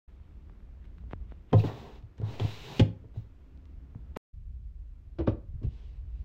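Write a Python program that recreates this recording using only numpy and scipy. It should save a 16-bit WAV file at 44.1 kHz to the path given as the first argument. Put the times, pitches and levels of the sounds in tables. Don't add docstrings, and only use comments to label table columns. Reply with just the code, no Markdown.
import sys
import numpy as np
from scipy import signal
from scipy.fft import rfft, irfft, next_fast_len
from scipy.io import wavfile
from scipy.ndimage import uniform_filter1d, minimum_filter1d

SR = 44100
rng = np.random.default_rng(int(sys.argv[2]) if len(sys.argv) > 2 else 0)


def dump_mix(stems):
    frames = np.atleast_2d(stems).T
    limited = np.clip(frames, -1, 1)
    pcm = np.round(limited * 32767).astype(np.int16)
    wavfile.write(sys.argv[1], SR, pcm)


N = 275444
T = np.arange(N) / SR
BOOM_BELOW_HZ = 200

# frequency in Hz, level in dB, T60 in seconds.
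UPPER_CUBBY_MODES = [(104.6, 7.5, 0.41), (112.2, -7, 0.33), (156.7, -6, 0.37), (192, -13, 0.23),
                     (232, 0, 0.076), (295.2, 2.5, 0.068), (338.6, 1, 0.015), (420.5, 1, 0.03),
                     (522.4, -7.5, 0.12), (707, -8, 0.064), (790, -12.5, 0.044), (862, -11.5, 0.11),
                     (1035, -13, 0.044), (1256, -21, 0.03), (1815, -34, .04), (3145, -27, 0.044),
                     (3440, -28.5, .03)]
# start, fade-in, end, all in seconds.
AUDIBLE_SPANS = [(0.077, 0.0054, 4.1721), (4.33, 0.0091, 6.3)]


def undb(db):
    return 10 ** (np.asarray(db) / 20)


def unit(x):
    return x / np.sqrt(np.mean(x ** 2))


def peak(x):
    return x / np.abs(x).max()


def lowpass(x, hz):
    return signal.sosfilt(signal.butter(2, min(hz, .45 * SR), fs=SR, output="sos"), x)


def noise(spectrum, source=None):
    size = next_fast_len(N)
    hz, db = np.transpose(spectrum)
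    bin_hz = np.maximum(np.arange(size // 2 + 1) * SR / size, 1)
    gain = undb(np.interp(np.log(bin_hz), np.log(hz), db, -120, -120))
    source = rng.standard_normal(N) if source is None else source
    return unit(irfft(rfft(source, size) * gain, size)[:N])


def mode(x, hz, t60_s):
    pole = np.exp(2j * np.pi * hz / SR - np.log(1000) / (max(t60_s, .003) * SR))
    return signal.lfilter([1], [1, -pole], x).imag


def band(x, hz, half_width_hz):
    return unit(lowpass(x, half_width_hz) * np.sin(2 * np.pi * np.cumsum(hz) / SR))


def walk(rate_hz):
    hold = int(SR / rate_hz)
    return uniform_filter1d(np.repeat(rng.standard_normal(N // hold + 1), hold), hold)[:N]


def add(out, x, start_s):
    i = int(start_s * SR)
    out[i:i + len(x)] += x[:N - i]


def curve(tables, column):
    return sum(undb(np.interp(T, rows[:, 0], rows[:, column], -200, -200))
               for rows in map(np.array, tables))


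def room_tone():
    # time in seconds, rumble in dB, air in dB.
    levels = [
        [(.07, -49, -65), (.9, -45.5, -63.5), (1.7, -50.5, -64), (2.4, -53.5, -64), (4.22, -47.5, -64.5)],
        [(4.32, -41, -75), (5.0, -41.5, -70), (5.6, -41, -68.5), (6.4, -42, -65.5)],
    ]
    # frequency in Hz, density in dB.
    rumble_spectra = [
        [(8.8, -38), (15, -13), (43, -3), (59, 0.5), (79, -3.5), (97, -14), (107, -17), (178, -22.5),
         (220, -22.5), (290, -52.5), (480, -120)],
        [(8.8, -43.5), (15, -15), (40, -0.5), (60, 2), (73, -3.5), (97, -13.5), (121, -16.5), (168, -27.5),
         (220, -31.5), (290, -67.5), (480, -120)],
    ]
    air_spectrum = [(59, -25.5), (100, -12), (156, -13), (295, -11.5), (605, -25), (673, -24), (748, -27.5),
                    (1010, -28.5), (2450, -36.5), (6770, -54), (10100, -70.5), (12300, -59.5), (15800, -62)]
    mic_spectrum = [(1000, -9), (2500, -1.5), (5000, -8.5), (8000, -13), (10000, -19.5), (12300, -14.5),
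                    (15800, -27.5)]
    rumble = sum(noise(spectrum) * curve([rows], column=1)
                 for spectrum, rows in zip(rumble_spectra, levels))
    rumble *= undb(2 * walk(5.9) + 3 * walk(3.9))
    air = noise(air_spectrum) * undb(.6 * walk(28)) * curve(levels, column=2)
    hum = unit(mode(rng.standard_normal(N), hz=264.9, t60_s=1)) * (T > 2.2) * (T < 4.1)
    return rumble + air + undb(-68.5) * uniform_filter1d(hum, size=9) + undb(-86) * noise(mic_spectrum)


def handling_rustle():
    # time in seconds, level in dB.
    spells = [
        [(.08, -81), (.2, -78), (.3, -78.5), (.4, -85), (.52, -81), (.68, -104), (.8, -92), (.85, -74.5),
         (.93, -93), (1.01, -81), (1.07, -100), (1.095, -76), (1.125, -61), (1.145, -96), (1.25, -99),
         (1.3, -74), (1.33, -75), (1.36, -86), (1.39, -77), (1.42, -94.5), (1.52, -66)],
        [(4.14, -83), (4.156, -78.5), (4.164, -42.5), (4.173, -70)],
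    ]
    # frequency in Hz, density in dB.
    spectrum = [(300, -23), (800, 6), (1400, 1), (2300, 1), (3600, -2), (4600, -16.5), (7500, -26),
                (12000, -32), (15800, -42.5)]
    grains = rng.standard_normal(N) * undb(3 * walk(250) + 3.2 * walk(48))
    return curve(spells, column=1) * noise(spectrum, grains)


def handling_ticks():
    # start in seconds, level in dB, initial pitch in Hz, T60 in seconds, relative grit in dB.
    ticks = [(0.311, -61, 3000, 0.033, -24), (0.497, -49.5, 2530, 0.028, -20),
             (0.604, -58.5, 2980, 0.021, -17), (0.773, -59, 1500, 0.012, -15),
             (0.9795, -64, 5000, 0.0084, -8), (0.983, -51, 2920, 0.0057, 0.5),
             (1.038, -50.5, 1400, 0.026, -15), (1.111, -44.5, 3500, 0.039, -23),
             (1.122, -56, 4940, 0.023, -12), (1.128, -49, 4000, 0.014, -24), (1.133, -28, 2850, 0.09, -23),
             (1.304, -62, 4000, 0.0065, -15), (1.313, -54, 3000, 0.015, -10),
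             (1.319, -51, 2530, 0.0067, -17), (1.321, -39.5, 2410, 0.12, -26),
             (2.026, -56, 4530, 0.0033, -14), (2.1801, -60, 4330, .006, 10), (2.186, -57, 3000, .008, 0),
             (2.2155, -52, 5000, 0.006, -1), (2.25, -58, 4000, 0.0093, 3), (3.575, -57, 5000, 0.0033, -12),
             (3.655, -57.5, 5950, 0.01, -10), (3.949, -45.5, 1800, 0.011, -27.5),
             (4.164, -42, 2510, 0.026, 1.5), (4.1657, -28.5, 1510, 0.028, -14),
             (4.168, -25.5, 2046, 0.036, -10)]
    faint_ticks = [(np.interp(when, [0, 1], (.08, 1.5)), -59.5 - 2 * softness,
                    np.interp(pitch, [0, 1], (800, 2880)), .012, -10)
                   for when, softness, pitch in rng.random((14, 3))]
    out, t = np.zeros(N), np.arange(SR // 10) / SR
    for start_s, level_db, hz, t60_s, grit_db in ticks + faint_ticks:
        fall_s = .00098 * (.0036 / t60_s) ** .46
        chirp = np.sin(2 * np.pi * hz * fall_s * np.log(1 + t / fall_s)) * 1000 ** (-t / t60_s)
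        grit = undb(grit_db) * lowpass(rng.standard_normal(len(t)), 2 * hz) * np.exp(-t / .0025)
        add(out, undb(level_db) * lowpass(lowpass(chirp + grit, hz), 2.3 * hz), start_s)
    return out


def board_knock(t, modes, top_hz, place, tilt_db_oct):
    contact_s, build_cycles, place_spacing_hz = .0062, .48, 283.4
    jolts = lowpass(rng.standard_normal(len(t)) * np.exp(-t / contact_s), top_hz)
    out = np.zeros(len(t))
    for k, (hz, db, t60_s) in enumerate(modes):
        if hz > BOOM_BELOW_HZ:
            place_db = 4.5 * np.cos(2 * np.pi * (hz / place_spacing_hz - place))
            ring = peak(mode(jolts, hz, t60_s) * (1 - np.exp(-(t * hz / build_cycles) ** 2)))
            out += (-1) ** k * undb(db + tilt_db_oct * np.log2(hz / 400) + place_db) * ring
    return out


def board_boom(t, modes, lag_s, free_s, tilt_db_oct):
    damped_t60_s, undamped_db = .028, -15.5
    out = np.zeros(len(t))
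    for hz, db, t60_s in modes:
        if hz < BOOM_BELOW_HZ:
            ring = np.sin(2 * np.pi * hz * t) * 1000 ** (-t / t60_s)
            swell = 1 - np.exp(-(t * hz / 100 / lag_s) ** 4)
            out += undb(db + tilt_db_oct * np.log2(hz / 104)) * ring * swell
    return out * (1000 ** (-np.maximum(t - free_s, 0) / damped_t60_s) + undb(undamped_db))


def wall_rattle(t, source, box):
    level_db, t60_s = ((-4.5, .086), (-10, .11))[box]
    return undb(level_db) * source * (1 - np.exp(-t / .0011)) * 1000 ** (-t / t60_s)


def card_crack(t, source, box, top_hz):
    rise_s, t60_s, snap_db, snap_t60_s = ((.00091, .07, 2.5, .011), (.002, .12, -2.5, .0084))[box]
    decay = 1000 ** (-t / t60_s) + undb(snap_db) * 1000 ** (-t / snap_t60_s)
    burst = source * (1 - np.exp(-t / rise_s)) * decay
    return lowpass(lowpass(burst, top_hz), 1.7 * top_hz)


def bumps():
    # start in seconds; knock, boom and crack gain in dB; boom lag at 100 Hz and time before
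    # damping in seconds; strike place 0-1; knock and boom tilt in dB/octave.
    hits = [(1.521, -31.5, -56, -59, 0.0088, 0.03, .9, -4.1, -2),
            (1.529, -13.5, -15, -41, 0.027, 0.076, 0.57, 1, 0),
            (1.637, -26, -31.5, -49, 0.015, 0.062, 0.11, -1.2, 7),
            (2.029, -68, -48, -72, 0.0042, 0.032, .3, 6, -4.5),
            (2.182, -46, -58, -73, .005, .02, .4, -1, 1),
            (2.199, -45, -40, -74.5, 0.0017, 0.016, 0.4, 1, 4),
            (2.217, -33, -31, -61.5, 0.016, 0.077, 0.5, -3, -5.5),
            (2.397, -28, -28, -39.5, 0.023, 0.055, 0.29, 3.2, -12),
            (2.445, -35, -29.5, -52, 0.0033, 0.011, 0.5, 0, -17.5),
            (2.7951, -15.5, -14.5, -26, 0.021, 0.034, 0.99, -1.5, 7),
            (3.040, -46.5, -51.5, -59.5, 0.01, 0.032, 0.98, -5.5, -2),
            (3.159, -42, -35.5, -67.5, 0.016, 0.04, 0.32, .1, -5.8),
            (3.955, -56, -37.5, -93, 0.0032, 0.0055, .9, -9, 4),
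            (5.1849, -27, -37, -49.5, 0.008, 0.1, 0.28, -1, -10),
            (5.198, -22, -37, -59, 0.019, 0.041, 0.12, -4.5, -7),
            (5.2672, -41, -57.5, -52, .01, 0.045, 0.2, 2, -1.5),
            (5.273, -16.5, -28.5, -48.5, 0.009, 0.068, 0.04, 1.3, 6.5),
            (5.537, -69, -41.5, -81, 0.0057, 0.023, .3, -2, -21),
            (5.613, -46, -49, -74, 0.01, 0.035, 0.37, -11, 5),
            (5.631, -39, -45, -65, 0.011, 0.043, 0.68, -13, -3),
            (5.641, -52, -33, -72.5, 0.006, 0.014, 0.8, -10, 2),
            (5.663, -51, -39, -77, 0.0041, 0.024, 0.2, -8, -24.5)]
    # frequency in Hz, level in dB, T60 in seconds.
    lower_cubby_modes = [(68.7, 2.5, 0.36), (104.2, 13.5, 0.14), (190, -2, 0.11), (239, 0, 0.059),
                         (323, 3, 0.054), (426, 0, 0.055), (469, -9.5, 0.087), (583, -1, 0.031),
                         (656, -8.5, 0.037), (790, -20.5, 0.061), (960, -25.5, 0.011), (1000, -17, 0.022),
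                         (1175, -16.5, 0.027), (1350, -14.5, 0.02), (1632, -19, 0.011)]
    # frequency in Hz, density in dB.
    card_spectrum = [(400, -17.5), (700, -5.5), (1300, -21), (2000, -14.5), (3200, -10), (4600, -25),
                     (7000, -30.5), (8500, -45), (9700, -43), (11000, -52.5), (15500, -51.5)]
    paper_spectrum = [(600, -25), (1000, -3.5), (1250, 0.5), (1950, -9), (2500, 0.5), (3500, -7.5),
                      (5000, -15.5), (7500, -32), (8600, -39), (9700, -37), (11000, -54), (15500, -65)]
    wall_spectrum = [(88, -27), (150, -5.5), (231, -20.5), (434, -10.5), (494, -19), (1010, -30.5),
                     (1230, -41.5), (2000, -40.5), (2600, -78), (4400, -120)]
    crack_noises, wall_noise = (noise(card_spectrum), noise(paper_spectrum)), noise(wall_spectrum)
    out, t = np.zeros(N), np.arange(SR // 2) / SR
    for start_s, knock_db, boom_db, crack_db, lag_s, free_s, place, knock_db_oct, boom_db_oct in hits:
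        box = int(start_s > AUDIBLE_SPANS[1][0])
        modes = (UPPER_CUBBY_MODES, lower_cubby_modes)[box]
        base_hz, oct_per_db = ((5960, 1), (12000, .14))[box]
        top_hz = base_hz * 2 ** (oct_per_db * (crack_db + 48))
        i = int(start_s * SR)
        knock = board_knock(t, modes, top_hz, place, knock_db_oct) * undb((-6, -7)[box])
        rattle = wall_rattle(t, wall_noise[i:i + len(t)], box)
        boom = board_boom(t, modes, max(lag_s, .002), free_s, boom_db_oct)
        crack = card_crack(t, crack_noises[box][i:i + len(t)], box, top_hz)
        bump = undb(knock_db) * (knock + rattle) + undb(boom_db) * boom + undb(crack_db) * crack
        add(out, bump * np.cos(np.pi * t), start_s)
    return out


def box_slides(grains, rub):
    # time in seconds, hiss in dB, rub in dB.
    pushes = [
        [(1.53, -60, -54), (1.565, -60.5, -56), (1.6, -52, -57.5), (1.634, -57.5, -45), (1.648, -51, -37.5),
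         (1.67, -52, -41), (1.704, -57.5, -42), (1.8, -59.5, -48), (1.88, -63.5, -49), (1.96, -66.5, -56.5),
         (2.0, -76.5, -61.5), (2.06, -92.5, -82)],
        [(2.17, -81.5, -71), (2.19, -74, -66), (2.21, -77, -60), (2.235, -70, -52), (2.26, -62, -52),
         (2.31, -58, -50), (2.372, -57.5, -50), (2.42, -52, -45.5), (2.5, -50.5, -48), (2.55, -51.5, -53),
         (2.6, -51, -52.5), (2.68, -52.5, -51.5), (2.74, -49.5, -46.5), (2.785, -49.5, -46), (2.83, -66.5, -57)],
        [(3.14, -79, -63), (3.17, -70.5, -65), (3.28, -88, -82)],
    ]
    # base frequency in Hz, level relative to the hiss in dB.
    singing_bands = [(2600, -18), (3150, -16), (3650, -14)]
    # time in seconds, pitch factor.
    band_glide = [(1.5, 1.01), (2.0, 0.86), (2.2, 0.98), (2.5, 1.03), (2.8, 1.05)]
    # peak time in seconds, level in dB, rise and fall in dB/s.
    edge_fizzes = [(1.61, -75.5, 204, 123), (3.178, -90, 501, 192)]
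    # frequency in Hz, density in dB.
    hiss_spectrum = [(530, -24.5), (900, -5), (1200, -5.5), (1760, -6.5), (2200, -3.5), (2650, -1),
                     (3300, -4), (3850, -1.5), (4200, -4.5), (4700, -9.5), (5600, -12), (7000, -16),
                     (10300, -32.5), (12100, -26), (15800, -24)]
    fizz_spectrum = [(9000, -29.5), (11500, -14.5), (14000, -2.5), (15800, -3)]
    glide = np.interp(T, *np.transpose(band_glide))
    hiss = noise(hiss_spectrum, grains)
    for base_hz, db in singing_bands:
        gain = undb(db + 3.5 * walk(12))
        hiss += gain * band(grains, base_hz * glide * (1 + .05 * walk(6)), half_width_hz=180)
    fizz_gain = sum(undb(db - np.maximum(rise_db_s * (peak_s - T), fall_db_s * (T - peak_s)))
                    for peak_s, db, rise_db_s, fall_db_s in edge_fizzes)
    fizz = fizz_gain * noise(fizz_spectrum, grains)
    return curve(pushes, column=1) * hiss + curve(pushes, column=2) * rub + fizz


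def squeaks():
    # start in seconds, level in dB, pitch in Hz, length in seconds.
    slips = [(1.58, -52.5, 3830, 0.015), (1.594, -44.5, 2670, 0.019), (1.593, -49, 4400, 0.0058)]
    out = np.zeros(N)
    for start_s, db, hz, length_s in slips:
        size = int(length_s * SR)
        tone = unit(mode(rng.standard_normal(size), hz, t60_s=.045))
        add(out, undb(db) * tone * np.hanning(size), start_s)
    return out


def lid_stroke(grains, rub):
    # time in seconds, hiss in dB, rub in dB, swish centre in Hz.
    stroke = [(5.63, -65, -67, 2704), (5.684, -79.5, -87, 3010), (5.745, -72, -67, 3250),
              (5.84, -74.5, -73, 3180), (5.97, -78, -74.5, 2604), (6.05, -93.5, -99.5, 2500),
              (6.2, -77, -74.5, 2630), (6.23, -82, -73, 2630)]
    # frequency in Hz, density in dB.
    lid_spectrum = [(710, -39), (1200, -10), (2110, -2.5), (2580, 0.5), (3250, -5), (3650, -3), (3910, -3),
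                    (6160, -13.5), (9000, -25.5), (11700, -47), (19800, -120)]
    time_s, _, _, swish_hz = np.transpose(stroke)
    swish = band(grains, np.interp(T, time_s, swish_hz), half_width_hz=280)
    hiss = noise(lid_spectrum, grains) + undb(-4) * swish
    return curve([stroke], column=1) * hiss + curve([stroke], column=2) * rub


def friction():
    # frequency in Hz, density in dB.
    rub_spectrum = [(71, -36), (120, 4), (183, -8), (290, -13.5), (342, -12.5), (408, -3.5), (529, -12),
                    (762, -11.5), (1070, -15), (1210, -22.5), (2000, -24), (2600, -49.5), (4400, -120)]
    grains = rng.standard_normal(N) * undb(.47 * walk(300) + walk(30))
    ring = sum(undb(db + 3.5 * walk(5.5)) * mode(grains, hz, t60_s=.12)
               for hz, db, _ in UPPER_CUBBY_MODES if hz > BOOM_BELOW_HZ)
    rub = (noise(rub_spectrum) + undb(-6) * unit(ring)) * undb(2 * walk(25.09))
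    return box_slides(grains, rub) + lid_stroke(grains, rub)


def room(x):
    low_t60_s, treble_t60_s, delay_s, bass_cut_hz, tail_db = .31, .25, .004, 135, -14
    t = np.arange(SR // 2) / SR
    white = rng.standard_normal(len(t))
    low = lowpass(white, hz=2000)
    tail = low * 1000 ** (-t / low_t60_s) + (white - low) * 1000 ** (-t / treble_t60_s)
    tail = signal.lfilter([1], [1, -.5], tail * (t > delay_s))
    tail = signal.sosfilt(signal.butter(2, bass_cut_hz, "high", fs=SR, output="sos"), tail)
    return x + undb(tail_db) * signal.fftconvolve(x, tail / np.sqrt(np.sum(tail ** 2)))[:N]


def scene():
    boxes = room(bumps() + friction() + squeaks())
    return (boxes + handling_ticks() + handling_rustle() + room_tone())[None]


def record(dry):
    limit_db, hold_s, top_hz = -10.6, .0026, 15900
    hold = int(hold_s * SR)
    gain = np.minimum(1, undb(limit_db) / (np.abs(dry) + 1e-9))
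    gain = uniform_filter1d(minimum_filter1d(gain, hold, axis=1), hold // 2, axis=1)
    gate = sum(np.clip((T - start_s) / fade_s, 0, 1) * (T < end_s)
               for start_s, fade_s, end_s in AUDIBLE_SPANS)
    return signal.sosfilt(signal.ellip(8, .2, 70, top_hz, fs=SR, output="sos"), dry * gain * gate)


dry = scene()
out = record(dry)
dump_mix(out)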